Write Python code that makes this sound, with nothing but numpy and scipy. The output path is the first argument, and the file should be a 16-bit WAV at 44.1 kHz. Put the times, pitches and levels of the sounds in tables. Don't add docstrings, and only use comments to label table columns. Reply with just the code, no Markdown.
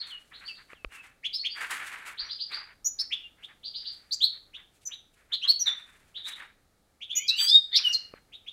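import sys
import numpy as np
from scipy import signal
from scipy.fft import rfft, irfft, next_fast_len
from scipy.io import wavfile
from scipy.ndimage import map_coordinates

SR = 44100
rng = np.random.default_rng(int(sys.argv[2]) if len(sys.argv) > 2 else 0)


def unload_audio(sound):
    columns = np.transpose(np.atleast_2d(sound))
    steps = np.round(np.clip(columns, -1, 1) * 32767)
    wavfile.write(sys.argv[1], SR, steps.astype(np.int16))


def amplitude_ratio(level_db):
    exponent = np.asarray(level_db, float) / 20
    return 10 ** exponent


N = 375732
TOP_HZ = 15850

# start_s, length_s, start_hz, end_hz, level_db
HOOK_NOTES = [(2.845, .026, 6400, 6856, -23), (2.845, .025, 5543, 6023, -26),
              (2.988, .015, 4400, 5379, -23.5), (2.988, .017, 3700, 4550, -29),
              (4.109, .021, 3605, 4791, -26), (5.475, .03, 3750, 4480, -16.5),
              (5.474, .025, 5090, 5374, -42), (7.152, .023, 6314, 6904, -20),
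              (7.155, .024, 5652, 6026, -29.5), (7.266, .0214, 4580, 5270, -38),
              (7.475, .0216, 3580, 4338, -29)]
EVEN_RISES = [
    (1.329, .027, 4500, 5268, -28.5),
    (1.331, .018, 3440, 4468, -32.5),
    (4.205, .0427, 2960, 4500, -20),
    (5.319, .0194, 2900, 4278, -25),
    (5.333, .012, 2696, 3690, -31.5),
    (5.416, .031, 2500, 3423, -26),
    (7.765, .02, 3420, 2271, -29.5),
]
FLICK_NOTES = [
    (4.122, .014, 4535, 8190, -29.5),
    (7.378, .0156, 2746, 3700, -22),
    (7.378, .024, 2323, 2633, -30.5),
    (7.47, .0227, 4616, 5163, -19),
    (7.746, .021, 3115, 5807, -15.5),
]
DROP_NOTES = [
    (7.28, .017, 7200, 3900, -17.5),
    (7.926, .0237, 8160, 4180, -23.5),
]
SLIDE_NOTES = [
    (4.853, .016, 6500, 5950, -31),
    (4.857, .012, 7600, 7000, -36),
    (5.593, .026, 6400, 5720, -24),
    (5.658, .027, 4200, 3480, -21.5),
]
# start_s, start_hz, end_hz, level_db
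LOW_CHIPS = [
    (1.229, 1761, 3650, -31),
    (1.432, 1801, 3600, -29),
    (3.102, 1800, 3600, -29.5),
    (3.415, 1900, 3800, -46),
    (7.715, 1659, 2300, -34.5),
]
# start_s, start_hz, end_hz, level_db
FAINT_CHIPS = [
    (4.53, 1788, 3750, -42),
    (4.905, 2000, 3950, -41),
    (7.005, 1910, 3700, -38.5),
    (7.092, 2600, 3600, -33.5),
    (8.318, 1907, 3850, -45.5),
    (8.46, 1993, 3750, -42),
]
PITCH_BEND = dict(hooks=2.5, rises=.75, flicks=-.8, drops=7.5, slides=2.8, chips=-.3, pips=1.7, series=3, far=1.8, dips=5.5)

# time_s, pitch_hz, level_db
GLIDE_CURVE = [(7.17, 1909, -49), (7.205, 2223, -39), (7.295, 2570, -45), (7.315, 2650, -29),
               (7.37, 2979, -40.5), (7.47, 3305, -38.5), (7.535, 3666, -20), (7.562, 3736, -14.5),
               (7.58, 3684, -34)]
ANSWER_CURVE = [(7.162, 2847, -42.5), (7.175, 2940, -30), (7.2, 2964, -41), (7.235, 3152, -45),
                (7.275, 3387, -41)]
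FALL_CURVE = [(7.835, 3129, -41.5), (7.85, 3015, -24), (7.875, 2865, -20), (7.9, 2854, -30),
              (7.93, 2809, -29.5)]
BUZZ_CURVE = [(7.362, 1531, -47), (7.39, 1535, -31.5), (7.415, 1560, -26), (7.445, 1565, -27),
              (7.47, 1596, -30.5)]
RASP_CURVE = [(7.468, 1590, -31), (7.49, 1624, -25.5), (7.515, 1629, -30.5), (7.54, 1624, -41)]
# multiple of the pitch, level_db
BUZZ_PARTIALS = [(3, 2.5), (4, -13), (5, -3), (6, -15), (7, -23.5), (8, -29), (9, -20.5), (10, -26)]
# frequency_hz, gain_db
THROAT_GAIN = [(1500, -14), (2500, -7), (3500, 1.5), (6000, -0.5), (8000, -7), (10000, -4.5), (13000, 4),
               (16000, -1.5)]

# start_s, end_hz, level_db
HIDDEN_SERIES = [
    (2.17, 4780, -42),
    (2.286, 4930, -42),
    (2.386, 4930, -41),
    (2.512, 4880, -42.5),
    (3.63, 4820, -43.5),
    (3.736, 4900, -41.5),
    (3.843, 4820, -42.5),
]
# start_s, length_s, start_hz, end_hz, level_db
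FAR_NOTES = [(.0, .01, 4700, 4150, -37), (.01, .03, 2602, 3820, -50), (.325, .03, 2200, 4400, -51),
             (.448, .035, 4200, 4720, -43.5), (.54, .035, 2392, 4590, -58), (1.375, .035, 4000, 4500, -40),
             (1.495, .03, 4210, 4800, -43), (2.235, .034, 5260, 5873, -62), (.905, .1, 2900, 2580, -53),
             (6.142, .03, 2500, 3980, -43), (6.235, .03, 3300, 3950, -42), (6.3, .04, 2400, 3900, -48),
             (7.13, .035, 2352, 2500, -41), (7.715, .025, 3400, 3700, -36), (7.72, .025, 4100, 4500, -37)]
# start_s, length_s, start_hz, end_hz, level_db
CLEAR_DIPS = [
    (.1, .075, 3650, 2870, -36),
    (.478, .038, 3600, 2650, -33),
    (.745, .085, 4000, 2600, -56),
    (.885, .15, 2700, 2620, -58),
    (3.232, .04, 2900, 2800, -38),
    (5.445, .025, 1250, 1100, -36),
    (7.878, .052, 5780, 5680, -36),
]

# time_s, flap_db, swish_db, fade_s (seconds to fade 20 dB)
WING_BEATS = [(.085, -54, -64, .15), (.94, -51, -60, .12), (1.05, -53, -65, .09), (1.578, -44, -60, .04),
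              (1.625, -38, -48, .09), (1.722, -36, -43, .12), (1.815, -43, -56, .12), (1.87, -44, -52, .1),
              (1.935, -43, -57, .2), (2.08, -43, -53, .11), (2.53, -44, -62, .12), (3.44, -70, -73, .1),
              (5.79, -62, -70, .3), (6.282, -49, -50, .08), (6.375, -54, -61, .12)]
# time_s, level_db, fade_s (seconds to fade 20 dB)
SOFT_HOPS = [(.03, -57, .06), (.338, -54, .07), (.43, -55, .13), (.6, -59, .05), (.715, -57, .07),
             (2.21, -51, .1), (2.26, -54, .1), (2.585, -47, .1), (2.695, -57, .05), (3.01, -62.5, .08),
             (3.12, -68, .25), (3.39, -68, .06), (3.5, -61, .06), (3.84, -71, .9), (4.355, -65, .04),
             (4.59, -59, .05), (4.91, -63, .07), (5.19, -69.5, .2), (5.33, -57.5, .06), (5.46, -54, .03),
             (5.685, -44, .12), (5.9, -66, .25), (6.19, -64.5, .06), (6.415, -49, .09), (7.32, -61, .2),
             (7.42, -49, .15), (7.74, -61, .03), (7.8, -53.5, .15), (7.86, -55, .25), (8.168, -61, .03)]
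# time_s, level_db, fade_s (seconds to fade 20 dB)
WIRE_CLAWS = [(.21, -72, .3), (.4, -72, .3), (.484, -68, .3), (.72, -73, .03), (3.94, -71.5, .3),
              (4.755, -73, .06), (4.83, -72, .03), (5.152, -75, .15), (5.9, -72, .4), (6.09, -76, .05)]
# frequency_hz, density_db
FLAP_SPECTRUM = [(120, -28.5), (300, -20), (600, -19), (900, -9), (1200, -4), (1700, 1.5), (2300, -1.5),
                 (3000, -10.5), (4500, -22.5)]
# frequency_hz, density_db
SWISH_SPECTRUM = [(1500, -7.5), (2500, 5), (4000, 1.5), (5500, -2.5), (8000, 2), (11000, -2.5),
                  (13000, -10), (15800, -15.5)]

# time_s, tick_db, dulling_hz, thud_db
CAMERA_TICKS = [
    (.41, -51, 6000, -79),
    (0.7321, -32, 2500, -62),
    (0.8467, -21, 6000, -37.5),
    (2.21, -66.5, 900, -51.5),
    (8.138, -24.5, 900, -61),
    (8.449, -57, 3000, -77),
]
# frequency_hz, level_db, decay_s (to -60 dB)
CASE_MODES = [
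    (510, -9, 0.00753),
    (1194, -11, 0.0091),
    (2500, -4, 0.00602),
    (4500, -12, 0.0024),
]
# frequency_hz, density_db
AIR_SPECTRUM = [(12, -32), (20, 3.5), (848, -13), (1000, -21), (1250, -14), (2020, -27.5), (2190, -22.5),
                (2390, -29), (4060, -20), (5220, -24.5), (10500, -25.5), (16000, -33)]


def finches():
    glide = held(GLIDE_CURVE, [(1, 5.0), (2, -24.5), (3, -33.5), (4, -48.5)],
                 rough_db=-28.5, walls_db=-1, tail_db=-13.5)
    answer = held(ANSWER_CURVE, [(0.997, 1.5)], rough_db=-27.5, walls_db=-9.5, tail_db=-16.5)
    fall = held(FALL_CURVE, [(1, 5.0), (2, -30), (3, -28), (4, -36)],
                rough_db=-25.5, walls_db=-2.5, tail_db=-15)
    buzz = held(BUZZ_CURVE, BUZZ_PARTIALS, rough_db=-46, walls_db=-5, tail_db=-6)
    duller = [(k, db - 3.1 * k) for k, db in BUZZ_PARTIALS]
    rasp = held(RASP_CURVE, duller, rough_db=-27, walls_db=-2, tail_db=-10.5)
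    return near_notes() + chips() + far_notes() + glide + answer + fall + buzz + rasp


def near_notes():
    shapes = [(HOOK_NOTES, "hooks", 6), (EVEN_RISES, "rises", 4), (FLICK_NOTES, "flicks", 1.5),
              (DROP_NOTES, "drops", .1), (SLIDE_NOTES, "slides", 1.5)]
    out = np.zeros(N)
    for notes, shape, grow_db in shapes:
        out += sweeps(notes, PITCH_BEND[shape], [(1, -3), (2, -30), (3, -42.5)],
                      rough_db=-17.5, walls_db=5.5, tail_db=-4, grow_db=grow_db)
    return out


def chips():
    out = np.zeros(N)
    for rows, length_s, shape, grow_db in [(LOW_CHIPS, .027, "chips", 11), (FAINT_CHIPS, .028, "pips", .1)]:
        notes = [(s, length_s, *rest) for s, *rest in rows]
        out += sweeps(notes, PITCH_BEND[shape], [(1, -2.5), (2, -33), (3, -44)],
                      rough_db=-13.5, walls_db=8, tail_db=-2.5, grow_db=grow_db)
    return out


def far_notes():
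    length_s, start_hz = .034, 2580
    series = [(s, length_s, start_hz, end_hz, db) for s, end_hz, db in HIDDEN_SERIES]
    hidden = sweeps(series, PITCH_BEND["series"], [(1, -1), (2, -42)],
                    rough_db=-12, walls_db=11, tail_db=9, grow_db=3)
    far = sweeps(FAR_NOTES, PITCH_BEND["far"], [(1, -1), (2, -38.5)],
                 rough_db=-11, walls_db=7.5, tail_db=4, grow_db=3)
    clear = sweeps(CLEAR_DIPS, PITCH_BEND["dips"], [(1, -1)],
                   rough_db=-14, walls_db=-1.5, tail_db=-17, grow_db=-1.5)
    return hidden + far + clear


def sweeps(notes, bend, partials, rough_db, walls_db, tail_db, grow_db):
    absorb_db_per_s = .9
    out = np.zeros(N)
    for (s, length_s, start_hz, end_hz, db), room in zip(notes, rooms(len(notes), walls_db, tail_db)):
        u = np.arange(SR // 4) / SR / length_s
        u = u[u < 1]
        hz = start_hz + (end_hz - start_hz) * np.expm1(-bend * u) / np.expm1(-bend)
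        swell = np.sin(np.pi * u ** 1.529) ** 0.2795 * amplitude_ratio(grow_db * (u - .5))
        note = swell * whistle(hz, db, partials, rough_db)
        loss_db = absorb_db_per_s * (end_hz / 1000) ** 2 * np.arange(len(room)) / SR
        add(out, s, signal.fftconvolve(note, room * amplitude_ratio(-loss_db)))
    return out


def held(rows, partials, rough_db, walls_db, tail_db):
    s, hz, db = np.transpose(rows)
    t = np.arange(s[0], s[-1], 1 / SR)
    tone = whistle(np.interp(t, s, hz), np.interp(t, s, db), partials, rough_db)
    tone = signal.windows.tukey(len(t), .08) * tone
    out = np.zeros(N)
    add(out, s[0], signal.fftconvolve(tone, rooms(1, walls_db, tail_db)[0]))
    return out


def whistle(hz, db, partials, rough_db):
    phase = 2 * np.pi * np.cumsum(hz) / SR
    fuzz = amplitude_ratio(rough_db) * breath(count=len(hz), width_hz=394)
    out = np.zeros(len(hz))
    for k, level_db in partials:
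        gain = amplitude_ratio(db + level_db + along(THROAT_GAIN, k * hz)) * (k * hz < TOP_HZ)
        out += gain * np.imag((1 + k ** 2 * fuzz) * np.exp(1j * k * phase))
    return out


def breath(count, width_hz):
    z = [1, 1j] @ rng.standard_normal((2, SR // 2))
    z = signal.lfilter(*signal.butter(3, width_hz, fs=SR), z)
    return z[:count] / np.std(z)


def rooms(count, walls_db, tail_db):
    t = np.arange(SR * 2 // 3) / SR
    early, late = rng.standard_normal((2, count, len(t)))
    burst = early * amplitude_ratio(-60 * t / 0.0553) * np.clip(t / 0.01211, 0, 1) ** 2
    dull = signal.lfilter([1], [1, -.6], late)
    tail = dull * amplitude_ratio(-60 * t / 0.3826) * np.clip(t / 0.026, 0, 1)
    out = amplitude_ratio(walls_db) * burst / np.linalg.norm(burst[0]) + amplitude_ratio(tail_db) * tail / np.linalg.norm(tail[0])
    out[:, 0] = 1
    return out


def rustle():
    soft = strokes(SOFT_HOPS + [(s, db, fade_s) for s, db, _, fade_s in WING_BEATS])
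    sharp = strokes(WIRE_CLAWS + [(s, db, .7 * fade_s) for s, _, db, fade_s in WING_BEATS])
    stir_db = -84
    flutter = amplitude_ratio(2.0 + 1.8 * wobble(40) + 1.2 * wobble(250))
    grain = amplitude_ratio(3.5 + 2.3 * wobble(70) + 1.855 * wobble(700))
    flaps = (soft + amplitude_ratio(stir_db)) * flutter * noise(FLAP_SPECTRUM)
    return flaps + sharp * grain * noise(SWISH_SPECTRUM)


def strokes(rows):
    rise_db_per_s, hold_s = 900, .024
    t = np.arange(0, N + SR, SR // 1000) / SR
    power = np.zeros(len(t))
    for s, db, fade_s in rows:
        rise_db = rise_db_per_s * (t - s + hold_s / 2)
        fall_db = -20 * (t - s - hold_s / 2) / fade_s
        shape_db = np.minimum(0, np.minimum(rise_db, fall_db))
        power += amplitude_ratio(db + shape_db) ** 2
    return np.interp(np.arange(N) / SR, t, np.sqrt(power))


def handling():
    out, t = np.zeros(N), np.arange(SR // 10) / SR
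    ring = sum(amplitude_ratio(db - 60 * t / decay_s) * np.sin(2 * np.pi * hz * t) for hz, db, decay_s in CASE_MODES)
    case = ring * np.clip(t / 0.000676, 0, 1) * 3
    push = np.exp(-((t - .022) / 0.0119) ** 2) * np.sin(2 * np.pi * 38 * (.024 - t))
    for s, tick_db, dulling_hz, thud_db in CAMERA_TICKS:
        tick = signal.lfilter(*signal.butter(2, min(dulling_hz, 20000), fs=SR), case)
        add(out, s, amplitude_ratio(tick_db) * tick + amplitude_ratio(thud_db) * push)
    return out


def room_air():
    return amplitude_ratio(-67.5 + 1.0 * wobble(3)) * noise(AIR_SPECTRUM)


def noise(spectrum):
    m = next_fast_len(N)
    points = [(0.977, -120)] + spectrum + [(20000, -120)]
    gain = amplitude_ratio(along(points, np.fft.rfftfreq(m, 1 / SR)))
    x = irfft(rfft(rng.standard_normal(m)) * gain, m)[:N]
    return x / np.std(x)


def wobble(rate):
    knots = rng.standard_normal(int(N * rate / SR) + 4)
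    return map_coordinates(knots, [np.arange(N) * rate / SR])


def along(points, hz):
    f, v = np.transpose(points)
    return np.interp(np.log(hz + 1), np.log(f + 1), v)


def add(out, s, x):
    part = out[round(s * SR):][:len(x)]
    part += x[:len(part)]


def scene():
    return (finches() + rustle() + handling() + room_air())[None]


def low_pass(x):
    return signal.sosfilt(signal.butter(12, 16130, fs=SR, output="sos"), x)


def record(dry):
    m = next_fast_len(N)
    in_band = np.fft.rfftfreq(m, 1 / SR) < TOP_HZ
    kept = irfft(rfft(dry, m) * in_band, m)[:, :N]
    return low_pass(kept)


dry = scene()
out = record(dry)
unload_audio(out)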